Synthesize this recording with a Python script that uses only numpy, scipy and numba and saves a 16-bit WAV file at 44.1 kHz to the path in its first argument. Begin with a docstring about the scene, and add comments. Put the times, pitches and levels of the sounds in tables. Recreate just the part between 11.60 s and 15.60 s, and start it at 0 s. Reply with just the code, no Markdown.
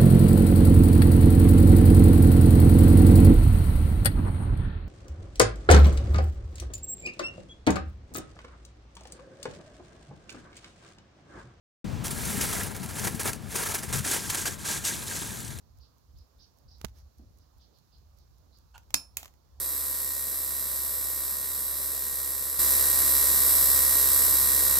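"""Wet hailstones crunch on a wooden deck as a gloved hand pushes into the heap and rakes them back.
Close to the microphone, the heap gives way in slips: showers of tiny ice contacts over a duller
rattle of the packed stones, with a few sharp snaps. Loose stones trickle back behind the hand.
Wind rumbles on the microphone, mostly on the left, over a faint outdoor hiss."""
import sys
import numpy as np
from scipy import signal
from scipy.fft import rfft, irfft
from scipy.io import wavfile
from numba import njit

SR = 44100
rng = np.random.default_rng(int(sys.argv[2]) if len(sys.argv) > 2 else 0)


def transcribe(u):
    """Save the signal u as a 16-bit wav file named by the first command-line argument.

    u: samples, shape (n,) or (channels, n), limited to [-1, 1]; the rate is SR.
    q: integer samples, one column per channel.
    """
    v = np.clip(np.atleast_2d(u).T, -1, 1)
    q = np.round(v * 32767).astype(np.int16)
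    wavfile.write(sys.argv[1], SR, q)


N = 176400
T = np.arange(N) / SR
FREQ_HZ = np.fft.rfftfreq(N, 1 / SR)
SPLIT = np.array([[.5], [-.5]])  # shares a difference between left and right


def crunch(stir, left_louder_db=0.14):
    """Ice rubs on ice: dense tiny contacts, fewer ringing ticks, and sudden snaps."""
    # single stones snapping past each other: time_s, level_db
    snap_list = [(.466, -45), (.481, -27), (0.653, -28), (0.928, -24), (1.033, -25), (1.164, -31),
                 (1.260, -32), (1.396, -36), (1.632, -27), (1.676, -24), (1.690, -37), (1.732, -25.5),
                 (3.804, -32), (3.848, -37), (3.88, -34.5), (3.987, -35.5)]
    # tone of the ice on top of the heap and deep in it: pitch_hz, level_db
    top_ice = [(1200, -5.5), (2400, -3.5), (3100, -3.5), (4400, -4), (6400, 0), (8000, 0), (10500, 2),
               (12500, -3.5), (15500, -8)]
    deep_ice = [(1200, -26), (2400, -10), (3200, -6), (4000, -6), (5000, -5.5), (6400, -1.5), (7800, -1),
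                (9200, -4), (11000, -5.5), (12500, -8), (15500, -17.5)]
    snap_fade_s = 0.0031
    snaps = sum(undb(db) * (T >= at) * np.exp(-np.abs(T - at) / snap_fade_s) for at, db in snap_list)
    contacts = grains(per_s=14000, spread_db=1, ring_s=0.00024, low_hz=1110, high_hz=16240)
    ticks = grains(per_s=1100, spread_db=2.5, ring_s=0.0013, low_hz=2310, high_hz=13650)
    ice = dig(contacts + undb(-9) * ticks, top_ice, deep_ice)
    return stereo(ice * np.hypot(stir, snaps)) * undb(-1 + SPLIT * left_louder_db)


def rattle(stir):
    """Packed stones knock together, with a duller tone shaped by the heap and the deck."""
    # tone of the packed stones under a flat hand and a dug-in hand: pitch_hz, level_db
    top_packed = [(60, -30), (150, -7), (300, -2), (430, 4.5), (570, -3), (760, -1), (950, 1), (1160, -5),
                  (1370, 3), (1490, -6.5), (1620, 4.5), (1850, -3), (2300, -4), (3000, -25), (5000, -28)]
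    deep_packed = [(60, -30), (150, -17), (300, 4), (430, 0), (600, -4.5), (780, -3.5), (950, 1),
                   (1160, -2.5), (1360, 0.5), (1480, -3), (1600, 8), (1740, 1), (2300, -2.5), (3000, -15),
                   (5000, -30)]
    # how the rattle reaches the microphone's two sides: pitch_hz, left_louder_db, right_earlier_rad
    arrival = [(100, 13, 0), (350, 7.5, 1.48), (550, 4.5, 2.2), (810, 0.5, 1.44), (1040, 1, 0.6),
               (1500, 1, 0.17), (2300, -3.5, 0.51), (3500, -8, 0)]
    knocks = grains(per_s=3000, spread_db=2, ring_s=0.0017, low_hz=197, high_hz=3247)
    knocks = dig(knocks, top_packed, deep_packed)
    reference_db = -39.5
    strength = (stir / undb(reference_db)) ** 0.73  # grows more slowly than the crunch
    pair = stereo(knocks * strength) * undb(reference_db - 6.5)
    hz, left_louder_db, right_earlier_rad = np.array(arrival).T
    balance = undb(SPLIT * np.interp(FREQ_HZ, hz, left_louder_db))
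    delay = np.exp(-1j * SPLIT * np.interp(FREQ_HZ, hz, right_earlier_rad))
    return irfft(rfft(pair) * balance * delay, N)


def hand_motion(fade_s=.012):
    """How hard the hand stirs the loose ice and the packed stones: steady drag plus sudden slips."""
    # drag of the hand between the slips: time_s, level_db
    drag = [(.43, -61), (.45, -49.5), (.56, -38), (.68, -33), (.79, -34), (.94, -32), (1.05, -36),
            (1.14, -55), (1.21, -47), (1.30, -47), (1.43, -38), (1.53, -44), (1.58, -46), (1.70, -45),
            (1.755, -43.5), (1.785, -58), (1.875, -51.5), (1.91, -42), (1.97, -35.5), (2.12, -44),
            (2.27, -45), (2.42, -42.5), (2.62, -36), (2.84, -38.5), (2.94, -38.5), (2.975, -58),
            (2.995, -42.5), (3.22, -43.5), (3.33, -32), (3.385, -39.5), (3.45, -44), (3.52, -35),
            (3.78, -42.5), (3.91, -50.5), (4.0, -55)]
    # the heap gives way: start_s, rise_s, hold_s, level_db, extra_rattle_db
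    slips = [(0.439, 0.0063, 0.025, -33.5, -2), (.505, 0.0028, 0.01, -33.5, -2),
             (0.808, .005, .009, -24.5, -5), (0.832, .005, .016, -32.5, 6.5),
             (0.921, 0.0073, 0.089, -40.5, 11), (1.06, .005, .012, -38.5, 5.5),
             (1.102, .004, 0.0095, -45, 9), (1.146, 0.0018, .018, -42, 7),
             (1.229, 0.00092, 0.016, -39.5, 2), (1.283, 0.0065, 0.024, -43, 5),
             (1.352, .002, 0.014, -37.5, 2.5), (1.381, 0.004, 0.017, -33.5, 1.5),
             (1.429, 0.02, .004, -30.5, 7), (1.464, 0.0092, .004, -26.5, 7),
             (1.545, 0.0033, 0.0056, -38.5, -2), (1.593, 0.0037, 0.017, -30.5, 2.5),
             (1.635, 0.023, 0.035, -29.5, 5.5), (1.939, .006, .010, -40, 9), (1.952, .003, 0.0073, -26, 0),
             (1.968, 0.028, 0.042, -31.5, 4), (2.051, 0.0074, 0.016, -30, 4),
             (2.082, 0.0068, 0.034, -32, 1.5), (2.134, 0.012, 0.011, -27.5, 3.5),
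             (2.178, .005, .010, -35.5, -1), (2.22, .016, 0.0063, -34.5, 1.5),
             (2.282, .005, 0.028, -41.5, 5), (2.325, 0.0042, 0.0096, -26.5, 1.5),
             (2.341, 0.0056, 0.027, -32.5, 3), (2.379, .004, 0.0067, -31, 0),
             (2.441, .010, 0.064, -29.5, 2), (2.501, 0.017, 0.022, -26, 0.5),
             (2.537, 0.0076, 0.029, -29, 4.5), (2.696, 0.0024, 0.0051, -24.5, -0.5),
             (2.721, .004, 0.009, -35, 7.5), (2.739, 0.0095, 0.0035, -27.5, 1.5),
             (2.767, 0.0089, .020, -30.5, 0.5), (2.804, 0.0078, 0.012, -32, -1),
             (2.853, 0.0028, 0.026, -29, 3.5), (3.040, 0.023, 0.013, -30, 0),
             (3.078, 0.01, 0.045, -29, 0.5), (3.133, .008, 0.038, -32.5, 1.5),
             (3.237, 0.015, 0.018, -27, -3.5), (3.267, .008, 0.021, -28, 0.5),
             (3.411, 0.017, 0.011, -42, 2), (3.466, .006, 0.013, -37.5, -14), (3.54, 0.016, .008, -38, -3),
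             (3.904, .001, .002, -42, 4)]
    loose_power = curve(drag) ** 2
    packed_power = loose_power.copy()
    for start_s, rise_s, hold_s, level_db, extra_rattle_db in slips:
        age = T - start_s
        rise = np.clip(age / rise_s, 0, 1)
        fade = np.exp(-np.maximum(age - rise_s - hold_s, 0) / fade_s)
        slip = undb(level_db) * rise * fade
        loose_power += slip ** 2
        packed_power += (slip * undb(extra_rattle_db)) ** 2
    return np.sqrt([loose_power, packed_power]) * judder()


def judder(per_s=110, fade_s=.006, depth_db=0.94):
    """Stones stick and slip: tiny random jumps in level that start at once and die away."""
    gaps, sizes = rng.random((4000, 2)).T
    at = (np.cumsum(.5 + gaps) / per_s * SR).astype(int)
    kicks = np.bincount(at[at < N], sizes[at < N] ** 2, N)
    jolts = signal.lfilter([1], [1, -np.exp(-1 / (fade_s * SR))], kicks)
    return undb(depth_db * unit(jolts - jolts.mean()))


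def dig(sound, top, deep, start_s=2.02, end_s=3):
    """The tone blends from the top of the heap to deep inside it as the hand sinks in."""
    depth = np.clip((T - start_s) / (end_s - start_s), 0, 1)
    return (1 - depth) * unit(colour(sound, top)) + depth * unit(colour(sound, deep))


def grains(per_s, spread_db, ring_s, low_hz, high_hz):
    """Stones touch at random, each contact with its own pitch, ring time, strength and place."""
    when, pitch, length, force, where = rng.random((int(per_s * N / SR), 5)).T
    hz = low_hz + (high_hz - low_hz) * pitch
    decay_s = ring_s * 2 ** (2 * length - 1)
    strength_db = -spread_db * np.log(np.maximum(force, .01))  # many weak, a few strong
    size = undb(strength_db) / np.sqrt(decay_s)  # a longer ring adds no energy
    place = np.sqrt(3) * (2 * where - 1)
    return unit(ring(when * N / SR, hz, decay_s, size, place))


@njit
def ring(start_s, hz, decay_s, size, place):
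    """Each contact rings as a fading tone. Returns the centre sound and the left-right difference."""
    out = np.zeros((2, N))
    for k in range(len(start_s)):
        step = np.exp((2j * np.pi * hz[k] - 1 / decay_s[k]) / SR)
        tone = size[k] + 0j
        first = int(start_s[k] * SR)
        for i in range(first, min(N, first + int(5 * decay_s[k] * SR))):
            tone *= step
            out[0, i] += tone.imag
            out[1, i] += tone.imag * place[k]
    return out


def trickle():
    """Loose stones tumble back behind the hand with light, short clicks."""
    # loudness of the tumbling stones: time_s, level_db
    flow = [(.43, -75), (.5, -46), (1.0, -53), (1.65, -51), (1.8, -78), (2.1, -55), (2.97, -54), (3.5, -42),
            (3.8, -44), (4, -51)]
    # tone of their clicks: pitch_hz, level_db
    click_tone = [(1500, -40), (3000, -6), (4100, 3), (4900, -7), (7000, 0), (11000, 0.5), (15000, -8)]
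    clicks = grains(per_s=2200, spread_db=2.6, ring_s=.0006, low_hz=2930, high_hz=15600)
    return stereo(unit(colour(clicks, click_tone))) * curve(flow)


def wind(flutter_db=1.14, likeness=0.45):
    """Gusts and short puffs of air hit the microphone, harder on the left than on the right."""
    # strength of the wind: time_s, level_db
    gusts = [(.24, -33), (.40, -30.5), (.50, -30.5), (.70, -34.5), (.80, -30.5), (.90, -33), (1.33, -36.5),
             (1.43, -31), (1.63, -36), (2.20, -39.5), (2.48, -38.5), (2.75, -40), (3.0, -40), (3.82, -39.5),
             (3.92, -41), (4.0, -42)]
    # tone of the rumble: pitch_hz, level_db
    rumble_tone = [(10, -45), (25, -26), (37, -11.5), (55, -5), (95, 0.5), (140, -3), (210, -3.5),
                   (280, -12), (400, -20), (700, -38), (1500, -46)]
    # low puffs as the arm moves: peak_s, half_length_s, pitch_hz, level_db
    puffs = [(0.267, 0.056, 200, -29.5), (0.375, 0.038, 90, -34), (0.677, 0.025, 143, -31),
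             (0.768, 0.026, 189, -30.5), (1.44, 0.024, 150, -48), (1.553, 0.016, 196, -29.5),
             (2.308, 0.022, 89, -31), (2.381, .04, 113, -30), (2.86, 0.016, 130, -36),
             (3.955, 0.087, 110, -36.5)]
    # wind on the right compared with the left: time_s, level_db
    right_level = [(.3, -11), (2.4, -10.5), (3.0, -7), (4, -9)]
    rumble = unit(colour(rng.standard_normal((2, N)), rumble_tone))
    pair = rumble * curve(gusts) * undb(flutter_db * wander(per_s=25))
    swirls = rfft(rng.standard_normal((2, N)))
    for peak_s, half_length_s, pitch_hz, level_db in puffs:
        width_hz = 0.64 * pitch_hz
        band = (FREQ_HZ > 20) / (1 + ((FREQ_HZ - pitch_hz) / (width_hz / 2)) ** 2)
        swell = np.exp(-.5 * ((T - peak_s) / half_length_s) ** 2)
        pair += undb(level_db) * unit(irfft(swirls * band, N)) * swell
    left, unrelated = pair
    right = likeness * left + np.sqrt(1 - likeness ** 2) * unrelated
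    return np.array([left, curve(right_level) * right])


def air():
    """Smooth, distant outdoor hiss."""
    # tone of the hiss: pitch_hz, level_db
    hiss_tone = [(200, 9), (900, 5), (1700, -1), (3000, -3), (5500, -7.5), (8000, -10), (12000, -34),
                 (16000, -30)]
    # loudness of the hiss: time_s, level_db
    hiss_level = [(.24, -45), (.45, -45), (1.8, -50.5), (4, -54.5)]
    hiss = unit(colour(rng.standard_normal((2, N)), hiss_tone))
    return stereo(hiss) * curve(hiss_level)


def stereo(pair):
    """Turn a centre sound and a left-right difference into left and right channels."""
    # how wide each pitch sounds: pitch_hz, difference_db
    width = [(300, -4.5), (700, 0.5), (1300, -3.5), (2400, -8), (3500, -13), (4400, -38), (5300, -35),
             (6500, -17), (8000, -10.5), (12000, -5.5), (15000, -2.5)]
    # the sound widens as the hand comes nearer: time_s, difference_db
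    spread = [(.5, 0), (1.3, -4), (2.6, -2), (3.0, 0), (4, 2)]
    centre, difference = pair
    difference = colour(difference, width) * curve(spread)
    return np.array([centre + difference, centre - difference])


def colour(sound, rows):
    """Shape the tone with (pitch_hz, level_db) points and remove everything up to 20 Hz."""
    hz, db = np.array(rows).T
    gain = undb(np.interp(np.log(np.maximum(FREQ_HZ, 1)), np.log(hz), db))
    return irfft(rfft(sound) * gain * (FREQ_HZ > 20), N)


def curve(rows):
    """Gain over time from (time_s, level_db) points."""
    return undb(np.interp(T, *np.array(rows).T))


def wander(per_s):
    """Glide from one random value to the next."""
    return np.interp(T * per_s, np.arange(4096), rng.standard_normal(4096))


def undb(db):
    """Turn decibels into a gain to multiply by."""
    return 10 ** (np.asarray(db) / 20)


def unit(sound):
    """Scale to an average (rms) level of 1."""
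    return sound / np.sqrt(np.mean(sound ** 2))


def scene():
    """Hailstones, wind and outdoor hiss together."""
    loose, packed = hand_motion()
    return crunch(loose) + rattle(packed) + trickle() + wind() + air()


def record(dry, start_s=.243, top_hz=15900):
    """The microphone opens after a moment of silence and cuts the highest treble."""
    opened = np.clip((T - start_s) / .002, 0, 1)
    treble_cut = signal.ellip(10, .2, 75, top_hz, fs=SR, output="sos")
    return signal.sosfilt(treble_cut, dry * opened)


dry = scene()
out = record(dry)
transcribe(out)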